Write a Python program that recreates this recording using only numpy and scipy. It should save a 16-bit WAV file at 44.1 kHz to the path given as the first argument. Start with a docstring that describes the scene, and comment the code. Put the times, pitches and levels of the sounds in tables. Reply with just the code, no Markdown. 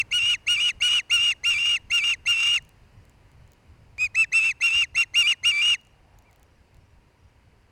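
"""A bird of prey on its nest whistles a first bout of sharp chirps, close by in open country, over faint wind.
In the pause, dry twigs tick and small birds peep far off; then comes a second, shorter bout.
After it, ticks and peeps return, with thin far whistles and one soft low rush of noise.
The chirps add a whistle, its overtones, half-pitch lines and rasp, with pitch leaping between two registers.
Ticks are noise bursts ringing thin sticks, far birds are gliding sines, and wind is shaped random noise."""
import sys
import numpy as np
from scipy import signal
from scipy.fft import rfft, irfft
from scipy.io import wavfile
from scipy.ndimage import uniform_filter1d

SR = 44100
rng = np.random.default_rng(int(sys.argv[2]) if len(sys.argv) > 2 else 0)


def generate_wav(sig):
    """Save sig (samples, or channels by samples) to the path in sys.argv[1] as 16-bit PCM at SR."""
    pcm = np.round(np.clip(np.atleast_2d(sig).T, -1, 1) * 32767).astype(np.int16)
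    wavfile.write(sys.argv[1], SR, pcm)


N = 340011

# How the wind changes. Each row: time in seconds, rumble level in dB, open-air wash level in dB before a 1 dB lift.
WIND_LEVELS = [(0.0, -50.5, -61.5), (1.22, -52.5, -62.5), (7.71, -58, -66)]
# Colour of the rumble and of the wash. Each row: frequency in Hz, relative strength in dB per Hz.
RUMBLE_COLOUR = [(12, -24), (25, -1.5), (97, 3.5), (160, -8.5), (260, -22.5), (400, -55)]
WASH_COLOUR = [(120, -32), (200, -0.5), (350, -4.5), (500, -4.5), (630, -7.5), (970, -7.5), (1300, -11.5),
               (2100, -11), (2900, -13), (3400, -23), (4900, -19), (5400, -24.5), (10000, -29.5),
               (17000, -43.5)]
HUM_HZ, HUM_DB = 955, -76  # a thin, nearly steady tone in the wash; the level is its peak

# One soft low rush. In order: middle in seconds, half length in seconds,
# a list of bands (centre in Hz, width in Hz, level in dB), level in dB at its middle.
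RUSH = (6.17, 0.27, [(775, 360, 0)], -66)

# Far whistles. Each row: start in seconds, length in seconds, start, middle and end pitch in Hz, relative level in dB.
FAR_WHISTLES = [(6.233, 0.095, 1900, 2365, 1450, -68), (6.565, 0.05, 1750, 1680, 1450, -74),
                (6.79, 0.05, 5550, 5450, 5300, -84)]
# Runs of high peeps. Each row: start in seconds, number of peeps.
PEEP_RUNS = [(2.969, 2), (5.903, 1), (6.134, 1), (6.224, 1), (6.454, 3), (6.849, 2), (7.184, 3)]
# A single peep: length in seconds, start, middle and end pitch in Hz, relative level in dB.
PEEP_SHAPE = (.022, 5800, 5720, 5620, -82)
PEEP_STEP_S = 0.048  # from the start of one peep to the next

# Twig ticks. Each row: time in seconds, relative peak level in dB.
TWIG_TICKS = [(2.6244, -49), (2.6503, -48), (2.692, -45.5), (3.053, -48), (3.0959, -49), (3.3167, -53),
              (3.477, -55), (3.5194, -46), (3.5342, -46), (5.813, -51), (5.8504, -53), (5.8706, -51),
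              (6.188, -45), (6.2238, -55), (6.3116, -52), (6.3298, -49.5), (6.3604, -49), (6.397, -53),
              (6.43, -45.5), (6.7451, -52), (6.769, -51)]
# Ringing of a thin dry stick. Each row: frequency in Hz, width in Hz, level in dB.
TWIG_RESONANCES = [(4436, 2500, -8), (7100, 2700, -2), (9730, 6300, -5.5), (13480, 4500, -11)]

# Windpipe and open beak. Each row: frequency in Hz, width in Hz, level in dB.
THROAT_RESONANCES = [(1364, 328, -14), (2416, 170, -1.5), (2640, 433, -4.5), (3450, 560, -10.5),
                     (4220, 100, -28), (4920, 400, -13.5), (5370, 95, -14.5), (6440, 560, -11),
                     (7980, 400, -13.5), (8770, 440, -22), (9470, 470, -25.5), (10250, 1100, -30.5),
                     (10800, 150, -30.5), (12200, 500, -41), (14300, 700, -47), (15600, 1500, -37.5)]
# Side branches of the throat weaken narrow bands. Each row: frequency in Hz, width in Hz.
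THROAT_NOTCHES = [(3170, 350), (4480, 510), (5290, 260), (6080, 400), (7350, 200), (8620, 440)]
# Overtones against the whistle, strong in the low register.
# Each row: pitch in Hz, then the 2nd, 3rd, 4th and 5th harmonic in dB, before the lift in steady spells.
OVERTONE_LEVELS = [(1900, -15.5, -19.5, -33, -45.5), (2110, -13, -6.5, -21.5, -35.5),
                   (2180, -17, -7, -28, -38.5), (2335, -16.5, -33.5, -39.5, -54),
                   (2500, -24.5, -27.5, -44.5, -56), (2670, -31, -28, -44, -58.5),
                   (2665, -25, -24, -42.5, -60.5), (2740, -22.5, -34.5, -42.5, -58),
                   (2858, -19.5, -29.5, -42.5, -55.5), (2845, -21, -26.5, -46.5, -52)]
# The rasp grows in the upper register. Each row: pitch in Hz, relative rasp in dB.
RASP_BY_PITCH = [(2150, -18), (2300, -7.5), (2600, -2.5), (2900, -4.5)]

# Long chirps swell, sag and swell again. Each row: start in seconds, leap up in seconds, opening level in dB,
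# crest in seconds, its Hz, its dB, steady until in seconds, relative half-pitch level in dB, relative rasp in dB,
# sag in seconds, its Hz, its dB, second crest in seconds, its Hz, its dB, leap down in seconds.
LONG_CHIRPS = [(0.109, 0.126, -22.5, 0.17, 2913, -21, 0.18, -18.5, -30, 0.2, 2696, -24, 0.31, 2895, -20.5, 0.347),
               (0.463, 0.48, -22.5, 0.515, 2879, -19.5, 0.54, -20.5, -29, 0.563, 2780, -26, 0.65, 2913, -21, 0.703),
               (0.802, 0.82, -20, 0.858, 2928, -20, 0.88, -18.5, -28, 0.89, 2830, -22.5, 0.962, 2918, -20, 0.997),
               (1.095, 1.111, -21, 1.15, 2865, -17.5, 1.176, -21.5, -30.5, 1.174, 2713, -22.5, 1.255, 2862, -20.5, 1.321),
               (1.433, 1.448, -23, 1.491, 2822, -19.5, 1.5, -21.5, -29, 1.544, 2673, -26, 1.72, 2854, -21.5, 1.766),
               (1.899, 1.916, -24.5, 1.952, 2835, -19.5, 1.969, -21.5, -29.5, 2.007, 2580, -27.5, 2.07, 2830, -21.5, 2.137),
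               (2.254, 2.271, -23.5, 2.305, 2830, -19, 2.319, -20.5, -29, 2.346, 2678, -25, 2.54, 2850, -20.5, 2.577),
               (4.317, 4.332, -23, 4.371, 2700, -16.5, 4.395, -35.5, -31.5, 4.407, 2578, -23, 4.47, 2702, -21, 4.511),
               (4.603, 4.621, -23, 4.66, 2777, -18, 4.666, -25.5, -31, 4.7, 2610, -25.5, 4.79, 2825, -19.5, 4.839),
               (5.136, 5.155, -22, 5.192, 2842, -16, 5.26, -28.5, -31, 5.222, 2773, -20.5, 5.295, 2885, -18.5, 5.328),
               (5.43, 5.449, -20, 5.483, 2860, -17, 5.5, -29.5, -30.5, 5.516, 2790, -24, 5.685, 2877, -19, 5.746)]
# Short chirps are one swell. Each row: start in seconds, leap up in seconds, opening level in dB,
# crest in seconds, its Hz, its dB, steady until in seconds, relative half-pitch level in dB, relative rasp in dB,
# leap down in seconds, closing level in dB, closing pitch in Hz, pitch after the leap down in Hz, end in seconds.
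SHORT_CHIRPS = [(-0.09, -0.075, -22, 0.002, 2720, -19, -0.02, -30, -36, 0.015, -22, 2500, 2240, 0.027),
                (3.981, 3.982, -38, 4.031, 2518, -20.5, 4.062, -36, -33, 4.067, -31, 2330, 2290, 4.076),
                (4.144, 4.157, -27, 4.205, 2665, -16.5, 4.23, -32, -37, 4.244, -28, 2400, 1930, 4.254),
                (4.944, 4.963, -24, 5.003, 2773, -18, 5.019, -28, -29, 5.033, -27, 2610, 2200, 5.047)]
# Drops into the low register at the sag. Each row: from in seconds, its Hz, its dB, to in seconds, its Hz, its dB,
# pitch on return in Hz, relative half-pitch level in dB.
REGISTER_BREAKS = [(0.567, 2320, -26.5, 0.602, 2390, -23, 2818, -27),
                   (1.546, 2350, -25.5, 1.584, 2344, -24.5, 2737, -36),
                   (2.009, 2275, -29.5, 2.039, 2350, -23, 2796, -36),
                   (5.23, 2310, -27, 5.273, 2398, -19.5, 2870, -36),
                   (5.518, 2315, -26, 5.617, 2360, -21.5, 2766, -29)]
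# Low-register opening. Each row: share of its length, share of the crest pitch, highest level in dB.
LEAD_IN_PATH = [(0, 0.71, -56), (0.4, 0.725, -31.5), (1, 0.81, -24.5)]
# Low register again at the end, sliding down; TAIL_DB is the loudest it may begin
TAIL_HZ, TAIL_DB, TAIL_S, TAIL_HZ_PER_S, TAIL_FALL_DB = 2236, -26, 0.017, 26000, 20
SCOOP_HZ, SCOOP_S, RISE_HZ = 165, 0.006, 90  # pitch slides up after the leap, then climbs to the crest
DROOP_HZ, DROOP_DB, DROOP_S, EASE_HZ = 330, 4.5, 0.009, 50  # pitch and level give way before the leap down
BOW_HZ, BOW_DB, BOW_BACK = 1.7, 1.9, 1.7  # roundness of the swells (1 = straight)
SETTLE_S = 0.011  # the steady spell starts this long after the leap up
SLIP_HZ, SLIP_S = 240, 0.005  # pitch slips just before a break and curls up at its end
LATE_HALF_DB, LATE_HALF_S = -6.5, 0.04  # the half pitch returns faintly near the end of a long chirp


def gain_of(db):
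    """Turns decibels into amplitude."""
    return 10 ** (np.asarray(db) / 20)


def evened(x):
    """Scales a sound to an average (rms) strength of 1."""
    return x / np.sqrt(np.mean(x ** 2) + 1e-20)


def read(points, hz):
    """Reads a curve between its points, along a log-frequency axis."""
    f, value = np.transpose(points)
    return np.interp(np.log(hz + 1), np.log(f + 1), value)


def add(mix, s, sound):
    """Mixes a sound in at s seconds, or at the very start if s is negative."""
    part = mix[max(round(s * SR), 0):][:len(sound)]
    part += sound[:len(part)]


def response(modes, hz):
    """Sums resonances, each applied twice so that the valleys between them stay dark."""
    return sum(gain_of(db) / (1 + 2j * (hz - f) / w) ** 2 for f, w, db in modes)


def coloured(x, shape):
    """Passes a sound through a frequency response."""
    size = 2 * len(x)  # silence after the sound leaves room for ringing
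    hz = np.fft.rfftfreq(size, 1 / SR)
    return irfft(rfft(x, size) * shape(hz))[:len(x)]


def wander(count, size):
    """Draws a smooth random curve, scaled to rms 1 before it is cut to length."""
    drawn = rng.standard_normal(max(count, SR // 2))
    smooth = uniform_filter1d(uniform_filter1d(drawn, size), size)
    return evened(smooth)[:count]


def air(shape, patchy_db):
    """Moving air: random short-time spectra whose strength drifts in patches."""
    frames, hz = N // 512 + 5, np.fft.rfftfreq(2048, 1 / SR)
    a, b, patches = rng.standard_normal((frames, 1025, 3)).T
    patches = uniform_filter1d(patches, size=14, axis=0)  # across frequency
    patches = evened(uniform_filter1d(patches, size=6, axis=1))  # across time
    spectra = (a + 1j * b) * gain_of(read(shape, hz)[:, None] + patchy_db * patches)
    return evened(signal.istft(spectra, nperseg=2048, noverlap=1536)[1][:N])


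def wind():
    """Lumpy rumble on the microphone, a thin tone, and a wide wash of moving air."""
    s, rumble_db, wash_db = np.transpose(WIND_LEVELS)
    t = np.arange(N) / SR
    rumble = gain_of(np.interp(t, s, rumble_db)) * air(RUMBLE_COLOUR, patchy_db=2.5)
    hum_hz = HUM_HZ + 4 * wander(N, size=2000)
    hum = gain_of(HUM_DB) * np.sin(2 * np.pi * np.cumsum(hum_hz) / SR)
    wash = gain_of(np.interp(t, s, wash_db) + 1.0) * air(WASH_COLOUR, patchy_db=0.94)
    return rumble + hum + wash


def rush():
    """A soft low band of noise that swells and fades once."""
    middle, half_s, band, db = RUSH
    noise = evened(coloured(rng.standard_normal(N), lambda hz: response(band, hz)))
    t = np.arange(N) / SR
    return gain_of(db) * np.exp(-((t - middle) / half_s) ** 2) * noise


def far_birds():
    """Thin gliding whistles and short high peeps, each a sine that fades in and out."""
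    out = np.zeros(N)
    peeps = [(s + k * PEEP_STEP_S, *PEEP_SHAPE) for s, count in PEEP_RUNS for k in range(count)]
    for s, length, a, b, c, db in FAR_WHISTLES + peeps:
        u = np.linspace(0, 1, round(length * SR))
        hz = a + (4 * b - 3 * a - c) * u + (2 * a + 2 * c - 4 * b) * u ** 2  # arch through three pitches
        note = np.sin(np.pi * u) * np.sin(2 * np.pi * np.cumsum(hz) / SR)
        add(out, s, gain_of(db + 6.5) * note)
    return out


def twig(hz):
    """Ring of a thin dry stick, as a sum of resonances."""
    return response(TWIG_RESONANCES, hz)


def twigs():
    """Dry ticks, each a tiny noise burst ringing thin sticks, plus single stray taps at random times."""
    bursts = rng.standard_normal((len(TWIG_TICKS), 300)) * np.exp(-np.arange(300) / 19.0)
    out = np.zeros(N)
    for (s, db), burst in zip(TWIG_TICKS, bursts):
        tick = coloured(burst, twig)
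        add(out, s, gain_of(db + 2.5) * tick / abs(tick).max())
    stray = (rng.random(N) < 9. / SR) * rng.standard_normal(N)  # about nine a second
    return out + gain_of(-65.0) * coloured(stray, twig)


def meadow(x):
    """Faint late returns from trees and ground: sparse echoes that die away."""
    taps = np.zeros(SR)
    at = np.arange(1200, SR - 20, 20) + rng.integers(0, 20, (SR - 1201) // 20)
    taps[at] = rng.choice([-1., 1.], len(at)) * gain_of(-60 * at / SR / .65)  # 60 dB down in 0.65 s
    return signal.fftconvolve(x, taps / np.linalg.norm(taps))[:N]


def throat(hz):
    """Resonances of the throat, weakened in narrow bands by its side branches."""
    notches = [1 - .93 / (1 + 2j * (hz - f) / w) for f, w in THROAT_NOTCHES]
    return response(THROAT_RESONANCES, hz) * np.prod(notches, axis=0)


def chirp(t, db, pitch, steady, rasp_db, half):
    """One vibrating membrane makes the whistle, overtones and half-pitch lines, and leaks air as rasp."""
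    count = len(t)
    level_db = uniform_filter1d(db, size=90)
    hz = uniform_filter1d(pitch, size=50)
    hoarse = gain_of(rasp_db + 23 + read(RASP_BY_PITCH, hz) - 3.7 * steady)  # how unsteady the vibration is
    shake = hoarse * gain_of(-9 * steady)  # the whistle itself smooths out in steady spells
    jitter = 0.549 * wander(count, size=70) + 1.1 * wander(count, size=250)
    phase = 2 * np.pi * np.cumsum(hz) / SR + shake * jitter
    tone = (1 + 0.42 * shake * wander(count, size=70)) * np.cos(phase)

    blur = 1 + 0.8 * hoarse * wander(count, size=45)  # uneven strength of the overtones
    at, *orders_db = np.transpose(OVERTONE_LEVELS)
    orders_db = orders_db + [orders_db[-1] - 5.0]  # the 6th harmonic follows the 5th
    for k, order_db in enumerate(orders_db, start=2):
        overtone_db = np.interp(hz, at, order_db) + 2.3 * k * steady
        tone += blur * gain_of(overtone_db) * np.sin(k * phase)

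    # a doubled period puts extra lines halfway between the harmonics
    for k in range(6):
        order = k + .5
        colour = abs(response(THROAT_RESONANCES, order * hz)) ** 0.61
        tone += half * gain_of(12.0 - 1.5 * k) * colour * np.cos(order * phase)

    flutter = gain_of(2.2 * wander(count, size=300))  # the leak comes and goes
    puffs = flutter * (1 + .8 * np.cos(phase)) * rng.standard_normal(SR // 2)[:count]  # air leaks once a cycle
    rasp = hoarse * evened(coloured(puffs, throat))
    fade = np.minimum(1, (t[-1] - t) / 0.0011)
    return np.sqrt(2) * gain_of(level_db) * (tone + 0.61 * rasp) * fade


def spell(t, a, b):
    """1 between times a and b, with soft edges."""
    return np.clip(np.minimum(t - a, b - t) / .015 + .5, 0, 1)


def swell(t, low_s, low, top_s, top, bow):
    """Rounded climb from a low point to a top, either way in time."""
    away = np.clip((t - top_s) / (low_s - top_s), 0, 1)
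    return top + (low - top) * away ** bow


def phrase(start, up, open_db, crest, crest_hz, crest_db, calm, down, tail_hz, end, after_hz, after_db):
    """Low lead-in, leap to the upper register, swell to the crest and what follows it, leap down, low tail."""
    t = np.arange(start, end, 1 / SR)
    hz = np.where(t < crest, swell(t, up, crest_hz - RISE_HZ, crest, crest_hz, BOW_HZ), after_hz(t))
    db = np.where(t < crest, swell(t, up, open_db, crest, crest_db, BOW_DB), after_db(t))
    hz = hz - SCOOP_HZ * np.exp(-abs(t - up) / SCOOP_S)

    share, pitch_share, lead_db = np.transpose(LEAD_IN_PATH)
    lead = (t - start) / (up - start)
    low_hz = crest_hz * np.interp(lead, share, pitch_share)
    low_db = np.minimum(np.interp(lead, share, lead_db), open_db + 1.5)

    tail = abs((t - down) / (end - down)) ** 1.1
    slide_hz = tail_hz - TAIL_HZ_PER_S * (t - down)
    fall_db = np.minimum(TAIL_DB, after_db(down)) - TAIL_FALL_DB * tail

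    hz = np.select([t < up, t > down], [low_hz, slide_hz], hz)
    db = np.select([t < up, t > down], [low_db, fall_db], db)
    return t, db, hz, spell(t, up + SETTLE_S, calm)


def short_chirp(start, up, open_db, crest, crest_hz, crest_db, calm, half_db, rasp_db, down, close_db, close_hz,
                tail_hz, end):
    """One swell that fades into the leap down."""
    t, db, hz, steady = phrase(start, up, open_db, crest, crest_hz, crest_db, calm, down, tail_hz, end,
                               lambda t: swell(t, down, close_hz, crest, crest_hz, 3.0),
                               lambda t: swell(t, down, close_db, crest, crest_db, 3.1))
    return chirp(t, db, hz, steady, rasp_db, gain_of(half_db) * steady)


def long_chirp(start, up, open_db, crest, crest_hz, crest_db, calm, half_db, rasp_db, sag, sag_hz, sag_db, late, late_hz,
               late_db, down):
    """Two swells; a break at the sag, if there is one, holds the low register until the second begins."""
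    broken = [row for row in REGISTER_BREAKS if start < row[0] < down]
    no_break = (sag, sag_hz, sag_db) * 2 + (sag_hz, half_db)
    a, a_hz, a_db, b, b_hz, b_db, back_hz, low_half_db = broken[0] if broken else no_break

    def path(t, top, dip, low_a, low_b, back, last, bow, ease, slip, droop):
        """Crest to sag, break, return to the second crest, ease, droop."""
        first = swell(t, sag, dip, crest, top, bow) - len(broken) * slip * np.exp(-abs(a - t) / SLIP_S)
        low = np.interp(t, [a, b], [low_a, low_b]) + 0.55 * slip * np.exp(-abs(b - t) / SLIP_S)
        easing = last - ease * (t - late) / (down - late)
        second = np.where(t < late, swell(t, b, back, late, last, BOW_BACK), easing)
        joined = np.select([t < a, t < b], [first, low], second)
        return joined - droop * np.exp(-abs(down - t) / DROOP_S)

    t, db, hz, steady = phrase(
        start, up, open_db, crest, crest_hz, crest_db, calm, down, TAIL_HZ, down + TAIL_S,
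        lambda t: path(t, crest_hz, sag_hz, a_hz, b_hz, back_hz, late_hz, BOW_HZ, EASE_HZ, SLIP_HZ, DROOP_HZ),
        lambda t: path(t, crest_db, sag_db, a_db, b_db, b_db, late_db, BOW_DB, 0, 0, DROOP_DB))
    late_half = gain_of(LATE_HALF_DB) * spell(t, down - LATE_HALF_S - .015, down - .015)
    low_half = len(broken) * gain_of(low_half_db) * spell(t, a + 0.0057, b - .007)
    half = gain_of(half_db) * (steady + late_half) + low_half
    return chirp(t, db, hz, steady, rasp_db, half)


def bird():
    """All chirps; each that starts after time zero opens with a soft low click as the membrane lets go."""
    out = np.zeros(N)
    u = np.arange(200) / SR / .00016
    click = gain_of(-31.5) * u * (2 - u) * np.exp(-u)
    for rows, call in ((LONG_CHIRPS, long_chirp), (SHORT_CHIRPS, short_chirp)):
        for row in rows:
            start = row[0]
            skipped = max(round(-start * SR), 0)  # samples that lie before time zero
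            add(out, start, call(*row)[skipped:])
            if start > 0:
                add(out, start + 0.00061, click)
    return out


def scene():
    """Adds up wind, low rush, far birds, twigs, and the bird with its faint echo."""
    voice = bird()
    echo = gain_of(-39.0) * meadow(voice)
    return (voice + echo + twigs() + far_birds() + wind() + rush())[None]


def record(dry):
    """The band limit of the recorder: a steep filter removes what lies above 17300 Hz."""
    low_pass = signal.firwin(511, 17300, window=("kaiser", 9), fs=SR)
    return signal.oaconvolve(dry, low_pass[None], "same")


dry = scene()
out = record(dry)
generate_wav(out)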